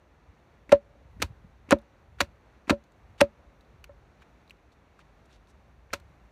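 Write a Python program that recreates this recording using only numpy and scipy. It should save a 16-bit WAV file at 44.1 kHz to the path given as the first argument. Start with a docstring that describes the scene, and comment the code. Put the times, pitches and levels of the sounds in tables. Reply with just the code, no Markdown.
"""A hatchet points a thin pole that stands on a log in quiet woodland.
Each cut is coloured noise: a bark slide, a lumpy fibre crunch with bright cracks, then a splinter tail.
Knocks ring decaying sine modes of pole and log over a low push through the soil; trunks scatter the chops.
Between chops bark and twigs tick and the hand scuffs the pole, all as band-passed noise.
Behind lie a filtered-noise hush of trees and a breeze that rumbles, flutters and puffs on the microphone."""
import sys
import numpy as np
from scipy import signal
from scipy.fft import rfft, irfft
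from scipy.io import wavfile

SR = 44100
rng = np.random.default_rng(int(sys.argv[2]) if len(sys.argv) > 2 else 0)


def waveform_to_disk(signal):
    """Save audio, clipped to [-1, 1], as 16-bit WAV at the path in sys.argv[1]."""
    frames = np.transpose(np.atleast_2d(signal))
    scaled = np.clip(frames, -1, 1) * 32767
    samples = np.round(scaled).astype(np.int16)
    wavfile.write(sys.argv[1], SR, samples)


N = 278271


def amp(db):
    """Turn dB into linear gain."""
    return 10 ** (np.asarray(db) / 20)


def rms_one(x):
    """Scale to rms 1."""
    return x / np.sqrt(np.mean(x ** 2) + 1e-20)


def colour(x, spectrum, tilt_db=0):
    """Shape a signal with a spectrum, tilted per octave about 1.5 kHz; the tilt stays level below 700 Hz."""
    hz = np.maximum(np.arange(len(x) // 2 + 1) * SR / len(x), 10)
    points = np.array(spectrum, float)
    shape_db = np.interp(np.log(hz), np.log(points[:, 0]), points[:, 1])
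    tilt = tilt_db * np.log2(np.maximum(hz, 700) / 1500)
    return irfft(rfft(x) * amp(shape_db + tilt), len(x))


def drift(rate_hz):
    """Slow random wander of rms 1: noise through two equal one-pole low-passes."""
    r = np.exp(-2 * np.pi * rate_hz / SR)
    wander = signal.lfilter([1], [1, -2 * r, r * r], rng.standard_normal(N + SR))
    return rms_one(wander[SR:])  # the first second lets the filter settle


def add(out, start_s, x):
    """Mix a sound in at a time."""
    i = round(start_s * SR)
    out[i:i + len(x)] += x[:N - i]


def grit(count, lumps_db):
    """Noise whose level jumps every 32 samples, as fibres snap unevenly."""
    jumps = np.repeat(rng.standard_normal(count // 32 + 1), 32)[:count]
    return rng.standard_normal(count) * amp(lumps_db * jumps)


def band(x, hz, octaves):
    """Broad band-pass reaching this many octaves either side of its centre."""
    edges = np.clip([hz / 2 ** octaves, hz * 2 ** octaves], 50, .45 * SR)
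    return signal.sosfilt(signal.butter(1, edges, "band", fs=SR, output="sos"), x)


def band_twice(x, hz, octaves):
    """The same band-pass applied twice, for steeper skirts."""
    return band(band(x, hz, octaves), hz, octaves)


def push(centre_s, peak_db, hz, width_s):
    """A low sine of a cycle or two under a bell-shaped swell; returns its start time and sound."""
    t = np.arange(-2048, 2048) / SR
    bell = np.exp(-(t / width_s) ** 2)
    return centre_s + t[0], amp(peak_db) * bell * np.sin(2 * np.pi * hz * t)


# spectrum of the far trees: pitch_hz, relative density_db (per Hz)
WOODLAND_SPECTRUM = [(90, -13), (150, -2), (300, -4.5), (700, -6.5), (1200, -10.5), (2300, -16),
                     (3000, -21), (4200, -25), (4900, -28), (6200, -28.5), (7600, -37.5), (10000, -41.5),
                     (14500, -44.5), (16300, -57)]
WOODLAND_DB = -63


def woodland():
    """Far, smooth hush of trees: shaped noise whose level wavers gently."""
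    waver_db = .6 * drift(2)
    return amp(WOODLAND_DB + waver_db) * rms_one(colour(rng.standard_normal(N), WOODLAND_SPECTRUM))


# strength of the breeze, joined by straight lines: time_s, rumble_db (before its lumps)
BREEZE_STRENGTH = [(0.0, -63.5), (0.7, -60.5), (1.03, -60.5), (1.25, -41), (1.34, -53), (1.81, -63.5),
                   (2.16, -52.5), (2.3, -56), (2.44, -61), (2.97, -62), (3.14, -53.5), (3.37, -61.5),
                   (3.93, -56.5), (4.16, -62.5), (4.9, -64), (5.61, -59.5), (6.08, -55.5), (6.31, -62)]
# spectrum of the rumble: pitch_hz, relative density_db (per Hz)
RUMBLE_SPECTRUM = [(20, -8), (35, -1.5), (55, 14), (80, 5.5), (130, 0), (220, -19), (400, -52)]
# spectrum of the higher flutter: pitch_hz, relative density_db (per Hz)
FLUTTER_SPECTRUM = [(60, -32), (110, -5), (150, 1), (220, -6.5), (350, -45)]
CALM_DB, FLUTTER_DB = -56, -73.5  # calm rumble, and the middle flutter level at that strength
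FLUTTER_FOLLOWS = 0.23  # flutter dB per dB of breeze strength


def breeze():
    """Air on the microphone port makes lumpy low noise, with a higher flutter that grows with the breeze."""
    gust_db = np.interp(np.arange(N) / SR, *np.transpose(BREEZE_STRENGTH))
    rumble_db = gust_db + 1.5 * drift(33)
    rumble = amp(rumble_db) * rms_one(colour(rng.standard_normal(N), RUMBLE_SPECTRUM))
    flutter_db = FLUTTER_DB + FLUTTER_FOLLOWS * (gust_db - CALM_DB) + 3.0 * drift(4)
    flutter = amp(flutter_db) * rms_one(colour(rng.standard_normal(N), FLUTTER_SPECTRUM))
    return rumble + flutter


# single puffs on the microphone port: centre_s, peak_db (of the swell), pitch_hz
PUFFS_OF_AIR = [(.295, -46, 73.6), (1.056, -48.5, 119.6), (1.17, -43.5, 174), (1.308, -37, 117),
                (1.449, -43.5, 170), (3.05, -48, 69), (3.112, -51.5, 88), (3.48, -46, 63.6),
                (3.741, -54, 109.4), (3.789, -49, 64)]
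PUFF_CYCLES = 0.8  # half width of the swell


def puffs():
    """Separate soft thumps of air, each a short low sine under a bell-shaped swell."""
    out = np.zeros(N)
    for centre_s, peak_db, hz in PUFFS_OF_AIR:
        add(out, *push(centre_s, peak_db, hz, PUFF_CYCLES / hz))
    return out


# hand rubbing the bark: start_s, length_s, level_db (rms before the swell and fade), centre_hz
HAND_SCUFFS = [(4.194, 0.055, -63, 2210), (4.978, 0.054, -61.5, 2540), (4.71, 0.039, -72, 3960),
               (5.248, 0.021, -72, 5000), (5.274, 0.12, -64.5, 3220), (5.468, 0.059, -68.5, 4780)]


def scuffs():
    """The hand rubs bark: band-passed gritty noise that swells and fades."""
    out = np.zeros(N)
    for start_s, length_s, level_db, hz in HAND_SCUFFS:
        count = round(length_s * SR)
        rub = rms_one(band_twice(grit(count, lumps_db=4.0), hz, .7))
        add(out, start_s, amp(level_db) * np.hanning(count) * rub)
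    return out


# bark grazes, chips landing and twig ticks:
# start_s, level_db (of the body, before rise and decay), centre_hz, click_db (against the body)
BARK_TICKS = [(.693, -40, 2030, -7), (1.201, -44, 1710, -11), (1.691, -43, 2090, -11),
              (1.786, -61.5, 3600, 7.5), (1.816, -61, 9000, -6), (2.186, -47.5, 1525, -10),
              (2.672, -45, 2005, -13), (2.680, -43.5, 1780, -11), (2.839, -61, 7000, -0.5),
              (2.92, -62, 7140, -3), (3.608, -53.5, 4130, -5), (3.648, -61, 3920, -19),
              (3.8413, -46, 2630, 4.5), (4.200, -63.5, 3920, -6.5), (4.221, -52.5, 1400, -7.5),
              (4.477, -61, 3870, -3.5), (4.496, -55, 3990, 3), (4.507, -42, 2510, -6.5),
              (4.569, -62, 4100, -10), (4.720, -59, 3700, -10.5), (4.991, -49.5, 1313, -11),
              (5.012, -61.5, 3500, -12), (5.472, -61.5, 4080, -3), (5.905, -53, 1910, -18),
              (5.999, -53, 1500, -2)]
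TICK_OCTAVES, TICK_CYCLES = .25, 47  # half width of the resonance; cycles for the body's 60 dB decay
TICK_RISE_S, CLICK_T60_S = .0007, .025


def ticks():
    """Short snaps: a decaying woody noise resonance with a broad click on top."""
    out, t = np.zeros(N), np.arange(2048) / SR
    rise = np.minimum(t / TICK_RISE_S, 1)
    for start_s, level_db, hz, click_db in BARK_TICKS:
        noise = grit(len(t), lumps_db=2.0)
        body = amp(-60 * t * hz / TICK_CYCLES) * rms_one(band_twice(noise, hz, TICK_OCTAVES))
        click_fade = amp(click_db - 60 * t / CLICK_T60_S)
        click = click_fade * rms_one(colour(noise, WOOD_SPECTRUM, tilt_db=3.0))
        add(out, start_s, amp(level_db) * rise * (body + click))
    return out


TRUNKS_DB, TRUNKS_DELAY_S, TRUNKS_T60_S = -59.5, 0.19, 0.68


def trunks(x):
    """The trees around scatter the chops into a dull, late, diffuse tail: convolution with shaped noise."""
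    t = np.arange(SR // 2) / SR
    scatter = rms_one(band(rng.standard_normal(len(t)), 410, 1.0)) * amp(-60 * t / TRUNKS_T60_S)
    scatter *= 1 - np.exp(-(t / TRUNKS_DELAY_S) ** 4)  # late build-up
    unit_scatter = scatter / np.sqrt(np.sum(scatter ** 2))
    return amp(TRUNKS_DB) * signal.fftconvolve(x, unit_scatter)[:N]


# blade touching, stopping and rebounding; the dB columns add to the levels of the parts below:
# start_s, pole_db, overtones_db, log_db, ground_db,
# free_share (part of the pole's free ring time left by the wedged blade, 0 to 1)
BLADE_KNOCKS = [(0.693, -44, -27.5, -29, -34.5, 0.99), (0.7253, 1.6, 0, -3, -5, 0.91),
                (1.201, -50, -32.5, -25.5, -34, 0.52), (1.228, -36.5, -9.5, -17, -1.5, 0.82),
                (1.687, -52.5, -30.5, -30, -33, 1), (1.7244, -9.5, 10.5, 3.5, -2.1, 0.56),
                (1.7280, -6.5, -17.5, -11, -15, 0.46), (1.764, -31.5, -32, -40, -36.5, .99),
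                (2.2130, -25, -10, -13.5, -5, .9), (2.678, -51.5, -19, -24, -40, .7),
                (2.707, -20, -0.5, 2, 0, .8), (2.7257, -17.5, -17, -27, -22, 1),
                (3.215, -3.5, -3, -2, -3.5, 0.88), (3.8930, -39.5, -31.5, -41, -26, 1),
                (5.934, -31, -12.5, -22, -18, 1)]
# main modes of the pole: pitch_hz, level_db, t60_s (ringing free)
POLE_MODES = [(568, -1, 0.097), (583, -13.5, 0.028)]
# overtones of the pole: pitch_hz, level_db, t60_s (ringing free)
POLE_OVERTONES = [(690, -25, .035), (768, -26, 0.045), (944, -23, 0.069), (1038, -25, 0.064),
                  (1324, -23, .045), (1793, -27, 0.047), (2700, -34, 0.015)]
# modes of the log: pitch_hz, level_db, t60_s
LOG_MODES = [(221, -25, 0.14), (250, -19, 0.05), (290, -8.5, 0.045), (355, -24, 0.1), (449, -26, .04)]
KNOCK_RISE_S, KNOCK_RISE_CYCLES = 0.0014, 0.056  # added together for each mode's rise
GROUND_HZ, GROUND_DB, GROUND_LAG_S, GROUND_WIDTH_S = 78.6, -26.5, .018, 0.011  # soft push through the soil


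def ring(out, start_s, modes, strength_db, free_share):
    """Each struck mode is a sine that swells quickly and decays exponentially."""
    t = np.arange(SR // 2) / SR
    for hz, level_db, t60_s in modes:
        swell = 1 - np.exp(-t / (KNOCK_RISE_S + KNOCK_RISE_CYCLES / hz))
        decay_db = -60 * t / (t60_s * free_share)
        add(out, start_s, swell * amp(strength_db + level_db + decay_db) * np.sin(2 * np.pi * hz * t))


def knocks():
    """Each contact of the blade rings the modes of pole and log; the ground answers a moment later."""
    out = np.zeros(N)
    for start_s, pole_db, overtones_db, log_db, ground_db, free_share in BLADE_KNOCKS:
        ring(out, start_s, POLE_MODES, pole_db, free_share)
        ring(out, start_s, POLE_OVERTONES, overtones_db, free_share)
        ring(out, start_s, LOG_MODES, log_db, 1)  # the blade does not damp the log
        add(out, *push(start_s + GROUND_LAG_S, GROUND_DB + ground_db, GROUND_HZ, GROUND_WIDTH_S))
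    return out


# thick fibres cracking during a cut: start_s, peak_db, centre_hz (of the first, narrower band)
FIBRE_CRACKS = [(0.7207, -23.5, 5820), (0.725, -19.5, 6830), (1.2249, -16.5, 4000), (1.7090, -14.5, 7210),
                (1.725, -22.5, 6970), (2.2054, -20, 5890), (2.212, -15, 3950), (2.7, -16.5, 4450),
                (2.702, -32, 3500), (3.2078, -11.5, 4440), (3.2137, -8, 4520), (5.9345, -50, 7030)]


def cracks():
    """Thick fibres give bright snaps: noise bursts that die within milliseconds, band-passed."""
    out, t = np.zeros(N), np.arange(512) / SR
    for start_s, peak_db, hz in FIBRE_CRACKS:
        burst = rng.standard_normal(len(t)) * amp(-60 * t / .003)
        snap = band_twice_apart = band(band(burst, hz, 0.45), 3000, 1.3)
        add(out, start_s, amp(peak_db) * snap / np.max(np.abs(snap)))
    return out


# blade cutting fibres: start_s, length_s, level_db (crunch rms before bite and growth),
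# growth_db (over the cut), tilt_db (per octave), slide_s (bark slide just before the cut)
BLADE_CUTS = [(0.7189, 0.0049, -23.5, 9, -4.5, .02), (1.2191, 0.0064, -23, 3.8, 1.13, 0.02),
              (1.7076, 0.019, -22, 2, -4, 0.018), (2.2036, 0.0062, -22.5, 6, -0.3, .018),
              (2.6952, 0.011, -19.5, 1.5, -2.5, .018), (3.2041, 0.0098, -23, 7.5, -3.5, 0.025),
              (5.93, 0.0092, -33, 9, 0.5, 0.021)]
# spectrum of fibre crunch, also of the clicks in the ticks: pitch_hz, relative density_db (per Hz)
WOOD_SPECTRUM = [(60, -43.5), (200, -23.5), (450, 7.5), (900, 4.5), (1400, 10), (1900, 5), (2600, 7),
                 (3200, 2.5), (4400, 2), (5200, -1), (6200, -5), (10000, -14.5), (13000, -18.5),
                 (16000, -17.5)]
BITE_S, CRUNCH_T60_S = 0.00053, 0.026
SPLINTER_DB, SPLINTER_T60_S = -16.5, .097  # level against the crunch
SLIDE_DB, SLIDE_GROWTH_DB = -28.5, 10.5  # level at the slide's end against the cut's level_db; swell up to it


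def cuts():
    """The blade slides over bark, then crunches while it travels; splinters leave a longer tail."""
    out, t = np.zeros(N), np.arange(8192) / SR
    for start_s, length_s, level_db, growth_db, tilt_db, slide_s in BLADE_CUTS:
        after_s = np.maximum(t - length_s, 0)
        bite = np.minimum(t / BITE_S, 1) * amp(level_db + growth_db * np.minimum(t / length_s, 1))
        crunch = rms_one(colour(grit(len(t), lumps_db=4.5), WOOD_SPECTRUM, tilt_db))
        crunch *= amp(-60 * after_s / CRUNCH_T60_S)
        tail = rms_one(colour(rng.standard_normal(len(t)), WOOD_SPECTRUM, tilt_db + 0.2))
        tail *= amp(SPLINTER_DB - 60 * after_s / SPLINTER_T60_S)
        add(out, start_s, bite * (crunch + tail))

        rub = rms_one(band_twice(rng.standard_normal(len(t)), 2400, 0.85))
        swell_db = SLIDE_GROWTH_DB * (np.minimum(t / slide_s, 1) - 1)
        add(out, start_s - slide_s, amp(level_db + SLIDE_DB + swell_db) * rub * (t < slide_s))
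    return out


def scene():
    """All sources, mono; only the chops are scattered by the trunks."""
    background = woodland() + breeze() + puffs()
    handling = scuffs() + ticks()
    chops = knocks() + cracks() + cuts()
    return (background + handling + trunks(chops) + chops)[None]


# treble dips of the microphone: centre_hz, width_hz, share (taken out at the centre, 0 to 1)
TREBLE_DIPS = [(3150, 500, 0.33), (5050, 820, 0.48)]
TOP_STOP_HZ = 16600  # 70 dB down from here up


def record(dry):
    """The microphone drops the deepest bass and has two treble dips; the top is cut."""
    lean = signal.sosfilt(signal.butter(3, 38, "high", fs=SR, output="sos"), dry)
    for hz, width_hz, share in TREBLE_DIPS:
        peak = signal.lfilter(*signal.iirpeak(hz, hz / width_hz, fs=SR), lean)
        lean = lean - share * peak
    return signal.sosfilt(signal.cheby2(12, 70, TOP_STOP_HZ, fs=SR, output="sos"), lean)


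dry = scene()
out = record(dry)
waveform_to_disk(out)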